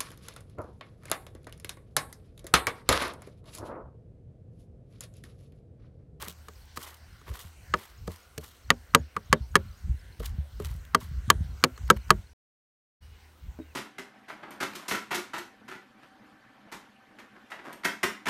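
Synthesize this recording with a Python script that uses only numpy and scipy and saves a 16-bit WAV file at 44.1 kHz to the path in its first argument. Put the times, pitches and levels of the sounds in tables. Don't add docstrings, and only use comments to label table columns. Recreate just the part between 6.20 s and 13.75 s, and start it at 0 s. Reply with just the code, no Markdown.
import sys
import numpy as np
from scipy import signal
from scipy.fft import rfft, irfft
from scipy.io import wavfile
from scipy.ndimage import uniform_filter1d

SR = 44100
rng = np.random.default_rng(int(sys.argv[2]) if len(sys.argv) > 2 else 0)


def how_loud(loudness_db):
    steps = np.asarray(loudness_db, float) / 20
    return 10 ** steps


def pcm_store(signal):
    levels = np.round(np.clip(np.atleast_2d(signal), -1, 1) * 32767)
    wavfile.write(sys.argv[1], SR, levels.astype(np.int16).T)


N = 332955
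T = np.arange(N) / SR

GAP_S, FADE_IN_S = (6.133, 6.806), 0.025
FADE_OUT_S, FADE_OUT_DB = 0.13, -7.5
ONSET_S = 0.001

# [f/Hz, level/dB per Hz]
NEAR_RUSTLE = [(120, -30), (200, 0), (1150, -5), (1490, -1), (2200, -7), (7570, -13), (15600, -19),
               (16900, -47)]
# [f/Hz, level/dB per Hz]
OPEN_AIR = [(76, -33), (130, -8.5), (221, -5), (400, -8), (611, -11), (1600, -9), (11900, -28.5),
            (15600, -27), (16900, -50)]
NEAR_DB, FAR_DB = -64.5, -67
# [f/Hz, level/dB]
MIC_HISS = [(130, -3.5), (500, -4), (2000, -7), (5000, -11.5), (9000, -17.5), (16000, -19.5)]
# [f/Hz, width/Hz, level/dB]
MIC_NOTCH = [(10500, 700, -3.5)]
TOP_HZ = 16600

FIRING_HZ = 38.4
# [multiple, level/dB]
ENGINE_ORDERS = [(1, -20), (2, -1), (3, -15)]
# [t/s, level/dB]
ENGINE_DRIFT = [(0.0, -50.5), (1.43, -58), (1.78, -79), (2.51, -62), (5.03, -54), (7.55, -56)]

# [t after start/s, f/Hz, level/dB]
PHRASE = [(0, 4260, 5), (.028, 5920, 0), (.064, 4900, -1), (.092, 6680, 4)]
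# [first t/s, repeats, period/s, level/dB]
BOUTS = [
    (.906, 1, .256, -68),
    (1.434, 4, .253, -66),
    (2.449, 5, .2593, -65),
    (5.312, 4, .2533, -62),
]
TRILL_HZ = 4170
# [first t/s, repeats, period/s, level/dB]
TRILL = [
    (3.775, 1, .13, -62),
    (3.927, 1, .13, -60),
    (4.19, 4, .1355, -67),
    (4.846, 2, .126, -62),
]
# [t/s, f/Hz, level/dB]
STRAY_CHIPS = [(0.358, 5050, -61), (0.42, 4370, -61), (0.496, 6000, -64), (0.93, 5150, -62),
               (1.218, 5150, -64), (1.631, 3100, -63), (1.788, 5170, -64), (1.962, 5170, -63),
               (2.435, 5430, -65), (3.529, 4600, -62), (3.797, 5210, -61), (3.815, 4580, -62),
               (4.83, 6660, -61), (5.21, 6370, -62), (6.12, 5980, -62), (3.515, 4050, -66),
               (3.592, 6720, -64), (3.805, 4000, -66), (4.372, 5050, -64), (.78, 5100, -66),
               (5.672, 6900, -66)]
# [t/s, length/s, start f/Hz, end f/Hz, level/dB]
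WHISTLES = [
    (6.815, 0.2, 2870, 2900, -69),
    (6.925, .05, 2500, 1850, -67.5),
    (7.395, 0.089, 3750, 3750, -71.5),
    (7.445, .105, 2780, 1850, -69),
    (2.755, 0.05, 6650, 6650, -63),
    (5.71, .03, 6780, 6700, -65),
    (3.15, .035, 3700, 3700, -60),
]

# [t/s, level/dB]
WIND = [(0.0, -60), (0.92, -56), (1.29, -62), (1.8, -51), (2.22, -56.5), (2.99, -46.5), (4.19, -47.5),
        (4.38, -37.5), (4.8, -51), (5.31, -43.5), (5.85, -50), (6.0, -46.5), (6.95, -56), (7.004, -60.5),
        (7.55, -57)]
# [f/Hz, level/dB per Hz]
BUFFET = [(15, -49), (35, -9.5), (50, -2), (70, -1.5), (100, -9.5), (135, -18.5), (200, -26), (320, -42),
          (500, -61.5)]
# [t/s, peak level/dB, ring f/Hz]
GUSTS = [(0.067, -42.5, 173.5), (1.243, -38.5, 82), (1.88, -33, 84.5), (2.176, -37.5, 74),
         (2.794, -28, 72.4), (3.094, -25.5, 62.3), (3.201, -24, 61.7), (3.296, -41.5, 70.4),
         (3.381, -29, 80.5), (3.449, -39, 99), (3.688, -24, 61.4), (3.737, -33.5, 71), (3.891, -40, 62.5),
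         (3.989, -27.5, 52.3), (4.179, -21, 72), (4.36, -51, 74), (4.453, -30.5, 66.7),
         (4.501, -24.5, 59.2), (4.544, -30.5, 72.7), (4.822, -33, 86), (4.908, -27, 69.6),
         (4.968, -31, 59.6), (5.074, -25, 97.7), (5.149, -26, 70), (5.201, -21, 81.8), (5.24, -27.5, 64.4),
         (5.513, -36.5, 58.3), (5.627, -28, 54.7), (5.756, -25, 59.2), (5.999, -41.5, 54)]
GUST_T60_S = 0.22
JOLT_DB, JOLT_PER_FORCE, JOLT_HZ, JOLT_LEAD_S = -25, 0.72, 97, 0.009

# [t/s, peak level/dB, wall pushed in or out]
TUB_KNOCKS = [
    (7.389, -32, 1),
    (7.3998, -33, -1),
]
# [f/Hz, level/dB, t60/s]
TUB_MODES = [(194, -7, 0.09), (260, -1.5, 0.16), (316, 3, 0.13), (424, -7, 0.14), (600, -10, 0.05),
             (1000, -11, 0.03), (1500, -15, 0.018)]

# [t/s, peak level/dB, treble against peak/dB]
SNAPS = [(.0095, -42, 0), (.0175, -42, 2), (.0238, -27, 2), (.029, -42, 0), (.043, -42, -4), (.051, -40, 2),
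         (.0822, -27, 6), (.0965, -37, 0), (.102, -42, 2), (.1052, -39, 0), (.1246, -44, 2), (.186, -56, 4),
         (.3348, -50, -2), (.454, -58, 8), (.5438, -52, -8), (.6067, -46, 0), (.5603, -41, -2),
         (.5657, -37, 2), (.5684, -37, 0), (.5707, -36, 2), (.5755, -44, 4), (1.1445, -43, 0),
         (1.154, -44, 2), (1.2015, -45, 2), (1.217, -46, 2), (4.4695, -42, 0), (.6112, -44, 2),
         (.6267, -36, 0), (.6365, -42, 0), (1.0813, -51, 0), (1.0902, -47, 0), (1.1386, -40, 1),
         (1.1905, -43, 2), (1.5668, -48, 0), (1.5723, -40, -5), (1.6222, -45, 0), (1.6582, -48, 0),
         (1.7, -50, -2), (1.928, -47, 0), (1.9604, -42, 0), (1.9898, -52, -4), (2.2363, -44, 0),
         (3.932, -66, 12), (4.0287, -45, 2), (4.0587, -26, -1), (4.0628, -31, 0), (4.0795, -45, -4),
         (4.093, -49, 0), (4.4468, -29, -2), (4.4548, -33, -2), (4.515, -50, 2), (4.5396, -50, 6),
         (4.563, -50, 4), (4.6508, -44, 0), (4.8099, -41, -3), (4.8144, -44, 0), (4.8723, -52, 0),
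         (5.7645, -51, -4),
         (5.079, -48, -20), (5.416, -50, -16), (5.428, -50, -16), (5.6775, -47, -12), (5.882, -47, -22),
         (7.389, -55, -4), (2.1803, -35, -1), (2.1826, -37, -1), (2.2895, -50, 5), (5.7685, -50, 0),
         (5.6375, -55, -12), (3.637, -60, -8)]
# [t/s, length/s, level/dB, low scrape against it/dB]
SLIDES = [(-.01, .15, -52, 0), (.05, .05, -60, 11), (.07, .07, -50, -5), (.559, .04, -52, -6),
          (.59, .2, -51.5, -1), (1.06, .09, -60, 5), (1.125, .12, -55, -1), (1.15, .2, -55.5, -3),
          (1.55, .2, -56.5, 0), (1.89, .15, -58, -1), (2.2, .18, -56.5, -8), (4.018, .07, -54, -3),
          (4.04, .08, -53, -4), (4.41, .05, -60, 0), (4.44, .06, -51, -4), (4.47, .12, -60, -2),
          (4.8, .1, -55, -5), (5.762, .02, -56, 4), (5.676, .012, -62, 9), (3.9975, .012, -48, -8),
          (1.872, .014, -52, -4), (4.3975, .012, -50, -6)]
SLIDE_PEAK_SHARE, SLIDE_RISE_DB, SLIDE_FALL_DB = 0.25, 9, 22
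# [f/Hz, level/dB per Hz]
CRUNCH = [(1470, -30), (2500, -14), (2930, -2), (5650, -8), (10400, -7.5), (11800, -5), (15600, -13),
          (16900, -59.5)]
# [f/Hz, level/dB per Hz]
SCRAPE = [(300, -2.0), (700, -7.5), (1200, -7.0), (2000, -0.5), (3500, -15.0), (4500, -14.5)]
# [f/Hz, width/Hz, level/dB]
SCRAPE_BUMPS = [(1100.0, 450, 11.0), (3240, 170, 2.0)]

# [t/s, force/dB, bare edge re force/dB, closeness to rim/dB, push into table/dB]
CHOPS = [(1.5372, -20, -12, 4.5, 3.5), (2.5027, -17.5, 12, 11, 5.5), (2.747, -8, 3.5, 1.5, 2.5),
         (2.9639, -23.5, -11, -2.5, -4), (3.1267, -13, 3, 7, 6), (3.3537, -11.5, 2, 4, 3),
         (4.7461, -14, -3.5, -0.5, 1), (5.1007, -10, 8, 2.5, -1.5), (5.4381, -11.5, 10, 4, 0.5),
         (5.7005, -9, 3, 0.5, 0.5), (5.9037, -9.5, 1, 3, -1.5)]
# [main ring f/Hz, edge pressed down/ms, upper ring f/Hz, blade ring/dB, rebound/dB]
LANDINGS = [(1252, 1.7, 1750, 13, -36), (1230, 5.3, 1850, 1, -28.5), (1219, 2, 1720, -1.5, -22),
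            (1184, 1.6, 1730, -1, -30), (1150, 1, 1700, 1, -17), (1224, 0.99, 1700, 4.5, -16),
            (1201, 2.2, 1650, 7.5, -30), (1187, 1.6, 1700, -1, -18.5), (1210, 0.92, 1680, -3.5, -11),
            (1310, 3.8, 1620, -3.5, -11), (1236, 1.6, 1703, 4, -28)]
REBOUNDS_MS = [6, 7, 6, 7, 7.5, 9, 6, 4, 5.5, 6.3, 7]
# [t/s, force/dB, edge re force/dB, table push re force/dB]
TOUCHES = [(0.0249, -53, 4, 2.5), (0.079, -56.5, 7, 8), (0.283, -42.5, 2, -6.5), (0.572, -34, 1.5, -9),
           (1.013, -55.5, -3, -1), (1.079, -62.5, -5, 14.5), (1.097, -57.5, -10, 1),
           (1.1132, -52.5, -1, 1.5), (1.876, -42, 4, 9), (2.1776, -53, 20.5, 15), (4.0005, -48.5, -4, 11.5),
           (4.3986, -46.5, 1, 13), (5.576, -48.5, 5, -9)]
# [f/Hz, level/dB, t60/s]
TABLE_MODES = [(157, 0.5, 0.091), (225.6, -5, 0.16), (317, -7, 0.11), (403, -1.5, 0.096), (472, 1.5, 0.066),
               (596, -6.5, 0.1), (680, -9, 0.018), (770, -12.5, 0.011)]
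# [f/Hz, level/dB, t60/s]
RING_MODES = [(1230, -0.5, 0.019), (1126, -11.5, 0.041), (1418, -12, .025), (953, -18.5, 0.054),
              (1574, -14.5, 0.015)]
# [f/Hz, level/dB, t60/s]
UPPER_MODES = [(1702, -0.5, 0.018), (1960, -8, 0.015), (2255, -7.5, 0.017), (2790, -6, 0.003)]
# [f/Hz, level/dB, t60/s]
BLADE_MODES = [(3156, -4.5, 0.031), (3490, -5.5, 0.015), (3860, -3.5, 0.01), (4510, -5, 0.017),
               (5160, -5.5, 0.014), (6410, -7, 0.015), (6970, -6.5, 0.012)]
# [f/Hz, level/dB per Hz]
CRACK = [(1470, -34), (2500, -0.5), (4480, 0), (5650, -8.5), (6420, -2.5), (12100, -7.5), (15700, -21.5),
         (16900, -49)]
CHOP_TABLE_DB, CHOP_BOARD_DB, TOUCH_BOARD_DB, BOARD_PER_EDGE = -12.5, -0.5, -3, 0.8
CONTACT_MS, CONTACT_MS_PER_EDGE_DB, TOUCH_CONTACT_MS = 4.2, -0.32, 4.54


def unit(x):
    return x / np.sqrt(np.mean(x ** 2))


def peak1(x):
    return x / np.max(np.abs(x))


def curve_db(rows):
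    return np.interp(T, *np.array(rows).T)


def colour(x, points, bumps=()):
    hz = np.maximum(np.arange(len(x) // 2 + 1) * SR / len(x), 1)
    point_hz, point_db = np.array(points).T
    db = np.interp(np.log(hz), np.log(point_hz), point_db, left=-120, right=-120)
    for f, width, top in bumps:
        db = db + top * np.exp(-2 * ((hz - f) / width) ** 2)
    return irfft(rfft(x) * how_loud(db), len(x))


def band(x, lo_hz, hi_hz, order=2):
    return signal.sosfilt(signal.butter(order, [lo_hz, hi_hz], "band", fs=SR, output="sos"), x)


def walk(rate):
    k = int(SR / rate)
    held = np.repeat(rng.standard_normal(N // k + 1), k)
    return 2.2 * uniform_filter1d(uniform_filter1d(held, k), k)[:N]


def add(out, s, x):
    i = int(max(s, 0) * SR)
    out[i:i + len(x)] += x[:N - i]


def ring(modes, t, rise, chance, detune, scatter_db, slip, hold=0):
    out = 0
    for (hz, db, t60), (a, b, c) in zip(modes, chance):
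        decay = np.exp(-np.log(1000) * np.maximum(t - rise - hold, 0) / t60)
        swell = np.minimum(t / rise, 1) ** 0.54 * decay
        tone = np.sin(2 * np.pi * hz * (1 + detune * b) * t + slip * c)
        out = out + how_loud(db + scatter_db * a) * swell * tone
    return peak1(out)


def field():
    near = colour(rng.standard_normal(N), NEAR_RUSTLE)
    far = colour(rng.standard_normal(N), OPEN_AIR)
    near = how_loud(NEAR_DB) * near / np.std(band(near, 600, 4800))
    far = how_loud(FAR_DB) * far / np.std(band(far, 600, 4800))
    rustle = np.where(T < GAP_S[1], near, far)
    out, sway = 0, walk(0.42)
    for hz in 130 * 2 ** np.arange(0, 7, 0.5):
        flicker = how_loud(0.7 * sway + 1.8 * walk(14))
        out = out + flicker * band(rustle, hz, min(hz * 2 ** 0.5, 0.45 * SR), order=3)
    return out + how_loud(-70) * unit(colour(rng.standard_normal(N), MIC_HISS))


def engine():
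    phase = 2 * np.pi * np.cumsum(FIRING_HZ * (1 + 0.0044 * walk(0.94))) / SR
    hum = sum(how_loud(db + 1.5 * walk(10)) * np.sin(k * phase) for k, db in ENGINE_ORDERS)
    return how_loud(curve_db(ENGINE_DRIFT)) * hum


def repeated(bouts):
    return [(s + k * period, db) for s, count, period, db in bouts for k in range(int(count))]


def chips():
    notes = [(s + late, hz, db + rel, 1.2) for s, db in repeated(BOUTS) for late, hz, rel in PHRASE]
    notes += [(s, TRILL_HZ, db, 4.5) for s, db in repeated(TRILL)]
    return notes + [(s, hz, db, 1.3) for s, hz, db in STRAY_CHIPS]


def birds():
    out, t = np.zeros(N), np.arange(-0.012, 0.012, 1 / SR)
    for s, hz, db, fall in chips():
        scatter = rng.standard_normal()
        bent_time = t - fall * (1 + 0.6 * scatter) * t ** 2
        tone = np.sin(2 * np.pi * hz * (1 + 0.005 * scatter) * bent_time)
        chip = how_loud(db + 1 + 1.2 * scatter) * np.exp(-(t / 0.0034) ** 2) * tone
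        add(out, s - 0.012, chip)
        add(out, s + 0.002, how_loud(-12) * chip)
    for s, length, start_hz, end_hz, db in WHISTLES:
        part = np.arange(int(length * SR)) / (length * SR)
        hz = start_hz + (end_hz - start_hz) * part ** 3 + 20 * walk(40)[:len(part)]
        breath = np.sin(np.pi * part) ** 0.4 * how_loud(2 * walk(60)[:len(part)] - 2)
        add(out, s, how_loud(db) * breath * np.sin(2 * np.pi * np.cumsum(hz) / SR))
    return out


def wind():
    strength = how_loud(curve_db(WIND) - 0.5 + 4.5 * walk(14))
    out = strength * unit(colour(rng.standard_normal(N), BUFFET))
    t = np.arange(int(0.3 * SR)) / SR
    jolts = [(s - JOLT_LEAD_S, JOLT_DB + JOLT_PER_FORCE * db, JOLT_HZ) for s, db, *_ in CHOPS]
    for s, db, hz in GUSTS + jolts:
        phase = 2 * np.pi * hz * (t + 0.0034 * (1 - np.exp(-t / 0.0041)))
        swell = np.minimum(t / 0.0059, 1) * np.exp(-np.log(1000) * t / GUST_T60_S)
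        overtone = 0.31 * np.exp(-t / 0.039) * np.cos(2 * phase)
        add(out, s + 0.0024, how_loud(db - 1.0) * swell * (np.sin(phase) + overtone))
    return out


def tub():
    out, t = np.zeros(N), np.arange(int(0.2 * SR)) / SR
    for s, db, side in TUB_KNOCKS:
        chance = rng.standard_normal((len(TUB_MODES), 3))
        boom = ring(TUB_MODES, t, 0.0008, chance, detune=0.02, scatter_db=2.0, slip=0.35)
        add(out, s, side * how_loud(db) * boom)
    return out


def slides():
    crunch, scrape = np.zeros(N), np.zeros(N)
    for s, length, db, low_db in SLIDES:
        times = s + length * np.array([0, SLIDE_PEAK_SHARE, 1])
        shape = np.interp(T, times, [-SLIDE_RISE_DB, 0, -SLIDE_FALL_DB], left=-60, right=-60)
        crunch = np.maximum(crunch, how_loud(db + shape))
        scrape = np.maximum(scrape, how_loud(db + low_db + shape))
    return uniform_filter1d(crunch, size=250), uniform_filter1d(scrape, size=250)


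def leaves():
    crunch_gain, scrape_gain = slides()
    grains = rng.standard_normal(N)
    grains = grains * how_loud(np.minimum(2.8 * rng.exponential(size=N), 14))
    grains = grains * how_loud(2.2 * walk(300))
    crunch = unit(colour(grains, CRUNCH))
    scrape = unit(colour(grains[::-1], SCRAPE, SCRAPE_BUMPS))
    out = how_loud(3.5) * crunch_gain * crunch + how_loud(5.5) * scrape_gain * scrape
    t = np.arange(int(0.011 * SR)) / SR
    for s, db, treble_db in SNAPS:
        burst = rng.standard_normal(len(t)) * np.exp(-t / 0.0013)
        burst[0] = -3.5
        mid, top = band(burst, 2200, 8000), band(burst, 6000, 15500)
        add(out, s + ONSET_S, how_loud(db) * (peak1(mid) + how_loud(treble_db) * peak1(top)))
    return out


def strokes():
    every = []
    for (s, db, edge, rim, push), rebound_ms, landing in zip(CHOPS, REBOUNDS_MS, LANDINGS):
        contact_ms = CONTACT_MS + CONTACT_MS_PER_EDGE_DB * edge
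        every.append((s, db + edge, db, db + CHOP_TABLE_DB + push, db + CHOP_BOARD_DB + rim,
                      contact_ms, rebound_ms, landing))
    cushioned = (RING_MODES[0][0], 0, UPPER_MODES[0][0], 0, -40)
    for s, db, edge, push in TOUCHES:
        board_db = db + TOUCH_BOARD_DB + BOARD_PER_EDGE * edge
        every.append((s, db + edge, db, db + push, board_db, TOUCH_CONTACT_MS, 5, cushioned))
    return sorted(every)


def edge_crack(t, contact, hiss):
    chatter = np.exp(-t / 0.0049) / (1 + np.exp((t - 1.2 * contact) / 0.00091))
    chatter = chatter + how_loud(-19.0) * np.exp(-t / 0.0038)
    crack = np.minimum(t / 0.0001, 1) ** 2 * chatter * unit(colour(hiss, CRACK))
    return peak1(crack - 2.7 * np.exp(-((t - 0.0003) / 0.00004) ** 2))


def noisy_tail(hiss, lo_hz, hi_hz, t, rise_s, decay_s):
    return unit(band(hiss, lo_hz, hi_hz)) * np.minimum(t / rise_s, 1) * np.exp(-t / decay_s)


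def chops():
    out, t = np.zeros(N), np.arange(int(0.25 * SR)) / SR
    late = np.maximum(t - 0.00033, 0)
    for s, crack_db, ring_db, table_db, board_db, contact_ms, rebound_ms, landing in strokes():
        ring_hz, hold_ms, upper_hz, blade_db, rebound_db = landing
        chance, hiss = rng.standard_normal((4, 10, 3)), rng.standard_normal((3, len(t)))
        contact, hold = np.clip(contact_ms, 1, 9) / 1000, max(hold_ms, 0) / 1000
        upper_modes = [(upper_hz, *UPPER_MODES[0][1:])] + UPPER_MODES[1:]
        main_modes = [(ring_hz, *RING_MODES[0][1:])] + RING_MODES[1:]

        upper = ring(upper_modes, late, 0.1 * contact, chance[1],
                     detune=0.008, scatter_db=3.0, slip=0.62, hold=0.33 * hold)
        blade = ring(BLADE_MODES, late, 0.24 * contact, chance[3], detune=0.015, scatter_db=1.5, slip=1.0)
        stroke = how_loud(crack_db + 2.0) * edge_crack(t, contact, hiss[0])
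        stroke += how_loud(board_db + 2.5) * upper
        stroke += how_loud(crack_db + blade_db - 7.0) * blade
        add(out, s + ONSET_S + rebound_ms / 1000, how_loud(rebound_db) * stroke)

        main = ring(main_modes, late, 0.35 * contact, chance[0],
                    detune=0.0068, scatter_db=1.5, slip=0.38, hold=hold)
        thump = ring(TABLE_MODES, late, 0.54 * contact, chance[2], detune=0.06, scatter_db=-1.0, slip=2.14)
        stroke += how_loud(ring_db + 5.0) * main
        stroke += how_loud(table_db + 5.5) * thump
        stroke += how_loud(board_db - 11.5) * noisy_tail(hiss[1], 700, 2100, t, 0.0018, 0.0055)
        stroke += how_loud(ring_db - 43) * noisy_tail(hiss[1], 1250, 1750, t, 0.0059, 0.04)
        stroke += how_loud(table_db - 9.5) * noisy_tail(hiss[2], 200, 600, t, 0.0066, 0.017)
        add(out, s + ONSET_S, stroke)

        swell = (t < 0.011) * np.sin(np.pi * t / 0.011) ** 2
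        crush = unit(band(hiss[0, ::-1], 950, 1600)) * swell
        add(out, s - 0.013, how_loud(ring_db - 35.5) * crush)
    return out


def scene():
    return (chops() + leaves() + tub() + wind() + engine() + field() + birds())[None]


def roll_off(x):
    return signal.sosfilt(signal.butter(12, 17030, fs=SR, output="sos"), x)


def record(dry):
    x = signal.sosfilt(signal.butter(2, 35, "high", fs=SR, output="sos"), dry)
    x = colour(x[0], [(1, 0), (SR, 0)], MIC_NOTCH)[None]
    x = 1.25 * np.tanh(x)
    x = signal.sosfilt(signal.ellip(10, 0.2, 90, TOP_HZ, fs=SR, output="sos"), x)
    dip = how_loud(FADE_OUT_DB * np.clip(1 - (GAP_S[0] - T) / FADE_OUT_S, 0, 1))
    fade_in = np.clip((T - GAP_S[1]) / FADE_IN_S, 0, 1)
    return roll_off(x * np.where(T < GAP_S[0], dip, fade_in))


dry = scene()
out = record(dry)
pcm_store(out)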